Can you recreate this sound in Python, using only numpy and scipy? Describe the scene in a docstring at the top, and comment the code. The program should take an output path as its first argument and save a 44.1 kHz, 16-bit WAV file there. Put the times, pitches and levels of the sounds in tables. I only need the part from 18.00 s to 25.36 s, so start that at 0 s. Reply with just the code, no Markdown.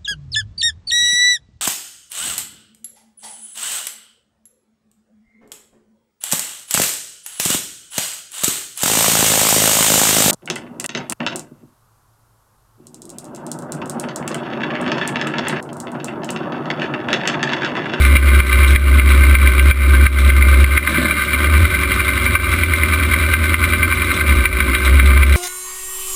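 """Inside the bare cabin of a drag car, heard through a small camera that samples at 12 kHz: a V8 idles.
Exhaust tones boom on the cabin's air over a floor rumble of firing pulses and gas noise; filtered noise makes
panels clatter, rockers tick and knocks ring, while a sine whines for the fuel pump. The engine stumbles twice,
the driveline shudders in noise blows, then the idle rises for three seconds, sags and settles.
Overloads make the limiter duck, and the coarse sampling adds a metallic fizz."""
import sys
import numpy as np
from scipy import signal
from scipy.fft import rfft, irfft, next_fast_len
from scipy.io import wavfile
from scipy.ndimage import uniform_filter1d, minimum_filter1d, map_coordinates

SR = 44100
rng = np.random.default_rng(int(sys.argv[2]) if len(sys.argv) > 2 else 0)


def int16_out(signal):
    """Quantize to a 16-bit WAV file."""
    q = np.round(np.clip(np.atleast_2d(signal).T, -1, 1) * 32767)
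    wavfile.write(sys.argv[1], SR, q.astype(np.int16))


N = 324576
TIME = np.arange(N) / SR

# broad response of the sheet metal: (freq_hz, relative level_db per Hz)
SHEET_METAL = [(400, -26.5), (850, -30.5), (1070, -7.5), (1450, -6.5), (1580, 0.5), (1640, -70),
               (1800, -10), (1930, -19), (2020, -4), (2350, -4.5), (2520, -14), (3100, -18), (4200, -21.5),
               (6500, -37)]
# panel resonances: (freq_hz, width_hz, relative level_db)
PANEL_MODES = [(1044, 14, -9), (1203.5, 19.5, 0), (1494, 23, -5), (1548, 26, -0.5), (1737, 61, -10),
               (2000, 27, -5), (2110, 38.6, 2.5), (2342, 28.5, 3.5), (2813, 14, -8), (3235, 42, -12.5),
               (3846, 65, -11.5)]


def from_db(db):
    """Decibels to an amplitude factor."""
    return 10 ** (np.asarray(db) / 20)


def rms_one(x):
    """Scale to an rms of 1."""
    return x / np.sqrt(np.mean(np.abs(x) ** 2) + 1e-20)


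def in_time(rows):
    """Each column of a curve, sample by sample."""
    s, *columns = np.transpose(rows)
    return [np.interp(TIME, s, c) for c in columns]


def at_hz(points, hz):
    """A spectrum's dB at any frequency, along a logarithmic frequency axis."""
    f, db = np.transpose(points)
    return np.interp(np.log(hz + 1e-9), np.log(f), db)


def drift(rate):
    """Smooth random wandering of rms 1, with rate random knots a second."""
    knots = rng.standard_normal(8192)
    return rms_one(map_coordinates(knots, [TIME * rate], order=3, mode="wrap"))


def body(x, spectrum, modes=()):
    """Ring x through a broad response with resonances on top: minimum phase, unit gain for white noise."""
    size = next_fast_len(N + SR // 2) * 2
    hz = np.arange(size // 2 + 1) * SR / size
    top_rolloff = 1 + (hz / spectrum[-1][0]) ** 16
    power = from_db(at_hz(spectrum, hz)) ** 2 / top_rolloff
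    for centre, width, db in modes:
        power = power + from_db(db) ** 2 / (1 + ((hz - centre) / width) ** 2) ** 2
    # folding the cepstrum onto positive time makes the phase minimum
    cepstrum = irfft(np.log(power / power.mean() + 1e-14) / 2)
    cepstrum[1:size // 2] *= 2
    cepstrum[size // 2 + 1:] = 0
    return irfft(rfft(x, size) * np.exp(rfft(cepstrum)))[:N]


def strokes(crank, count, fade, uneven_db, jitter):
    """Envelope of count uneven blows a cycle; fade and jitter are shares of the gap between blows; rms 1."""
    turn = (crank + 1) * count + jitter * drift(90)
    strength = from_db(uneven_db * np.clip(rng.standard_normal(4096), -2, 2))
    return rms_one(strength[turn.astype(int)] * np.exp(-(turn % 1) / fade))


def boom(crank, rpm, waver=.05, lope=.4, even_s=0.055):
    """The exhaust tone favoured by the cabin's resonance leads; uneven burning unsettles the side tones; rms 1."""
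    # exhaust tones: (multiple of the four-stroke cycle rate, level_db); the eighth is the firing note
    exhaust_orders = [(4, -21), (5, -18), (6, -15.5), (7, -13), (8, 1.5), (9, -6), (10, -12.5), (11, -15.5),
                      (12, -11)]
    # the cabin's air resonance: (freq_hz, gain_db)
    cabin_air = [(25, -41), (45, -29), (58, -2), (68, 9), (80, -1), (92, -13), (125, -22)]
    tones = 0
    for order, db in exhaust_orders:
        order = round(order)
        gain = from_db(db + at_hz(cabin_air, order * rpm / 120))
        depth = waver if order == 8 else lope
        unsteady = depth * (drift(11) + 1j * drift(7.7))
        phase = 2j * np.pi * (order * crank + rng.random())
        tones = tones + gain * (1 + unsteady) * np.exp(phase)
    # level out the slow swings; the boom's level is set in scene()
    power = uniform_filter1d(np.abs(tones) ** 2, round(even_s * SR)) / 2
    return tones.real / np.sqrt(power)


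def rumble(crank, gas_db=5.5, uneven_db=3.5):
    """Each firing sends a pressure pulse and a puff of turbulent gas down the pipes; rms 1."""
    # exhaust rumble through the floor: (freq_hz, relative level_db per Hz)
    floor_response = [(22, -29), (45, -2), (100, 2.5), (130, -3), (180, -2.5), (235, 2), (345, -1.5),
                      (400, -13.5), (480, -17), (535, -6), (610, -6), (690, -23), (900, -24), (1500, -60)]
    firings = np.diff(np.floor(crank * 8), prepend=np.floor(crank[0] * 8))
    pulses = rms_one(firings * from_db(uneven_db * rng.standard_normal(N)))
    gas = rng.standard_normal(N) * strokes(crank, count=8, fade=1.0, uneven_db=0.0, jitter=0.036)
    return rms_one(body(pulses + from_db(gas_db) * gas, floor_response))


def clatter(crank, rpm, wash=1.0, chug_rpm=1000, rockers_db=-16):
    """Loose panels rattle on every firing, hardest round the strongest cylinder, and chug more at speed; rockers tick."""
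    # clatter through one cycle, cylinder by cylinder: level_db at chug_rpm
    cylinder_levels = [3.5, 2, 1, -2, 3, 2, 1.5, 3]
    # broad response of the ticking rockers: (freq_hz, relative level_db per Hz)
    rocker_response = [(1500, -15.5), (2800, -4), (4200, -31.5), (6500, -6)]
    # rocker resonances: (freq_hz, width_hz, relative level_db)
    rocker_rings = [(3470, 100, -6), (3540, 88, -1.5), (3910, 200, -1)]
    cylinder_at = np.arange(len(cylinder_levels)) / len(cylinder_levels)
    pattern_db = np.interp(crank, cylinder_at, cylinder_levels, period=1)
    lope = from_db(pattern_db * rpm / chug_rpm + 0.96 * drift(25))
    firing = strokes(crank, count=8, fade=1.0, uneven_db=0.6, jitter=.06)
    rattle = strokes(crank, count=24, fade=0.5, uneven_db=1.0, jitter=.25)
    valves = strokes(crank, count=4, fade=0.77, uneven_db=8.0, jitter=0.0093)
    shaking = rng.standard_normal(N) * lope * firing * (wash + rattle)
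    panels = body(shaking, SHEET_METAL, PANEL_MODES)
    rockers = body(rng.standard_normal(N) * valves, rocker_response, rocker_rings)
    return rms_one(panels) + from_db(rockers_db) * rms_one(rockers)


def knocks(crank, lead_s=.02, rise_s=0.0016, fall_s=0.0022, buzz_s=0.011, buzz=0.32,
           split_hz=1800, soft_hz=3000, low_db=-10.5):
    """Once a cycle a firing sets a panel buzzing, slams it for a few ms and lets it ring; some hit much harder."""
    # the hard knocks: (start_s at the slam's peak, drive level_db, balance_db of low ring against high)
    hard_knocks = [(.168, 2.5, -6), (.403, -3.5, 3), (.529, -2, -10), (.761, -1.5, -6), (.997, -4.5, -3),
                   (1.352, -2.5, 1), (1.595, -3.5, -12), (1.712, 0.5, 2.5), (2.067, -1.5, 6),
                   (2.302, -3.5, -2), (2.643, -5, -13), (2.777, 0.5, -1), (2.875, -3.5, 2.5),
                   (3.653, -8, 3), (3.834, -8, -5), (4.355, -4, 7), (4.736, -5.5, -10), (5.14, -5, 0),
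                   (5.339, -2, 4.5), (5.543, -5, 5), (5.734, -7.5, 4), (6.456, -.5, 5.5),
                   (6.605, -4.5, 5.5), (6.751, 0.5, -7), (6.998, -2.5, 2), (7.175, -7.5, 6), (7.233, -4, 2)]
    usual_db, scatter_db, balance_scatter_db = -10.5, 1, 4
    blows = list(hard_knocks)
    cycles = TIME[1:][np.diff(np.floor(crank)) > 0]
    for s, (a, b) in zip(cycles, rng.standard_normal((len(cycles), 2))):
        # a hard knock close by takes the usual one's place
        if all(abs(s - hard[0]) > lead_s for hard in hard_knocks):
            blows.append((s, usual_db + scatter_db * a, balance_scatter_db * b))

    age = np.arange(SR // 20) / SR - lead_s
    slam = np.exp(-(age / np.where(age < 0, rise_s, fall_s)) ** 2)
    shape = slam + buzz * np.exp(-np.abs(age) / buzz_s)
    high, low = np.zeros(N + SR), np.zeros(N + SR)
    for (s, db, balance_db), grit in zip(blows, rng.choice([-1, 1], (len(blows), len(age)))):
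        start = max(round((s - lead_s) * SR), 0)
        high[start:start + len(age)] += from_db(db) * shape * grit
        low[start:start + len(age)] += from_db(db + balance_db) * shape * grit

    deep = signal.sosfilt(signal.butter(5, split_hz, "low", fs=SR, output="sos"), low[:N])
    bright = signal.sosfilt(signal.butter(5, split_hz, "high", fs=SR, output="sos"), high[:N])
    softened = signal.sosfilt(signal.butter(2, soft_hz, fs=SR, output="sos"), bright)
    return body(from_db(low_db) * deep + softened, SHEET_METAL, PANEL_MODES)


def shudder(crank, start_s=2.87, length_s=0.22, attack_s=0.052, release_s=0.055, level_db=-19.3):
    """The driveline chatters in quick uneven blows that shake the floor."""
    # the shudder's broad response: (freq_hz, relative level_db per Hz)
    driveline_response = [(90, -10), (160, 2), (330, 4), (430, -21), (580, -0.5), (800, -29.5), (1400, -9),
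                          (1800, -25), (4000, -13), (7000, -59)]
    # the shudder's resonances: (freq_hz, width_hz, relative level_db)
    driveline_rings = [(247, 21, 6.3), (1559, 35.8, 9.3), (1750, 24, 1.8)]
    age = TIME - start_s
    attack = np.clip(age / attack_s, 0, 1)
    release = np.exp(-np.maximum(age - length_s, 0) / release_s)
    blows = rng.standard_normal(N) * strokes(crank, count=12, fade=0.73, uneven_db=2.5, jitter=0.23)
    ringing = rms_one(body(blows, driveline_response, driveline_rings))
    return from_db(level_db) * attack * release * ringing


def pump(note_hz=373.3, wander_hz=0.75):
    """The electric fuel pump holds one nearly steady note, which fades briefly during the shudder."""
    # fuel pump whine: (time_s, rms level_db)
    whine_level = [(0, -32), (2.75, -33), (2.95, -46), (3.4, -34.5), (6.1, -35), (6.5, -32), (7.36, -31)]
    turns = np.cumsum(note_hz + wander_hz * drift(5.03)) / SR
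    return from_db(in_time(whine_level)[0]) * np.sqrt(2) * np.sin(2 * np.pi * turns)


def limiter(x, ceiling_db=-0.62, duck_per_db=1.4, release_db_per_s=66, attack_s=0.0017, ahead_s=0.0013):
    """Just ahead of each overload the gain ducks in proportion to the excess, then creeps back."""
    excess_db = np.maximum(20 * np.log10(np.abs(x) + 1e-9) - ceiling_db, 0)
    duck_db = duck_per_db * excess_db
    # a sliding maximum looks ahead of each overload
    duck_db = -minimum_filter1d(-duck_db, 2 * round(ahead_s * SR) + 1)
    recovery_db = release_db_per_s * TIME
    held_db = np.maximum.accumulate(duck_db + recovery_db) - recovery_db
    pole = np.exp(-1 / (attack_s * SR))
    return x * from_db(-signal.lfilter([1 - pole], [1, -pole], held_db))


def sample_and_hold(x, sampler_hz=12000, edge_hz=5720):
    """Slow sampling mirrors the whole sound round the sampling rate; holding each sample weights the mirror images."""
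    narrow = signal.sosfilt(signal.ellip(8, .3, 50, edge_hz, fs=SR, output="sos"), x)
    clipped = np.clip(narrow, -.92, .92)
    mirrored = clipped * (1 + 2 * np.cos(2 * np.pi * sampler_hz * TIME))
    hz = np.arange(N + 1) * SR / (2 * N)
    hold = np.sinc(hz / sampler_hz) / np.sinc(hz / SR)
    return irfft(rfft(mirrored, 2 * N) * hold)[:N]


def scene():
    """Engine sounds follow the crank, counted in four-stroke cycles of two turns; the boom shakes the car."""
    # engine speed apart from the stumbles: (time_s, speed_rpm)
    engine_speed = [(0.0, 1018.0), (1.2, 1016), (2.7, 1012), (2.9, 1098), (3.3, 1071), (3.55, 1121),
                    (3.8, 1410), (4.25, 1376), (4.5, 1263), (4.8, 1192), (5.45, 1182.1), (5.7, 1258),
                    (6.16, 1268), (6.42, 832.3), (6.65, 788.7), (6.9, 1007), (7.36, 1017)]
    # cabin boom apart from the stumbles, strongest with the firing note on resonance: (time_s, level_db)
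    boom_level = [(0, -7), (2.64, -5.5), (2.88, -21), (3.25, -25), (3.62, -5.5), (3.7, -20), (4.1, -19.5),
                  (4.3, -17.5), (4.95, -15), (5.6, -15), (6.2, -21), (6.33, -6), (6.46, -17), (6.7, -15),
                  (6.8, -20), (6.92, -6), (7.36, -6.5)]
    # the engine stumbles, losing speed and boom: (centre_s, half_length_s)
    stumble_times = [(0.498, .06), (1.543, .04)]
    stumble_sag_rpm, stumble_loss_db = 60, 7
    start_of_cycle = -.424  # cycles
    # rumble and clatter levels at the reference boom level, and the share of the boom's swing they follow
    reference_boom_db, rumble_db, clatter_db = -1, -22.5, -18
    rumble_follows, clatter_follows = 0.23, 0.08

    stumble = sum(np.exp(-((TIME - s) / half_s) ** 2) for s, half_s in stumble_times)
    rpm = in_time(engine_speed)[0] - stumble_sag_rpm * stumble
    crank = start_of_cycle + np.cumsum(rpm / 120) / SR
    boom_db = in_time(boom_level)[0] - stumble_loss_db * stumble
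    swing_db = boom_db - reference_boom_db
    booming = from_db(boom_db) * boom(crank, rpm)
    rumbling = from_db(rumble_db + rumble_follows * swing_db) * rumble(crank)
    metal = from_db(clatter_db + clatter_follows * swing_db) * clatter(crank, rpm)
    return (booming + rumbling + metal + knocks(crank) + shudder(crank) + pump())[None]


def record(dry):
    """Limiter, then the coarse sampler that gives the treble its metallic fizz; the top is cut at 15350 Hz."""
    out = sample_and_hold(limiter(dry[0]))
    return signal.sosfiltfilt(signal.ellip(12, .05, 60, 15350, fs=SR, output="sos"), out)[None]


dry = scene()
out = record(dry)
int16_out(out)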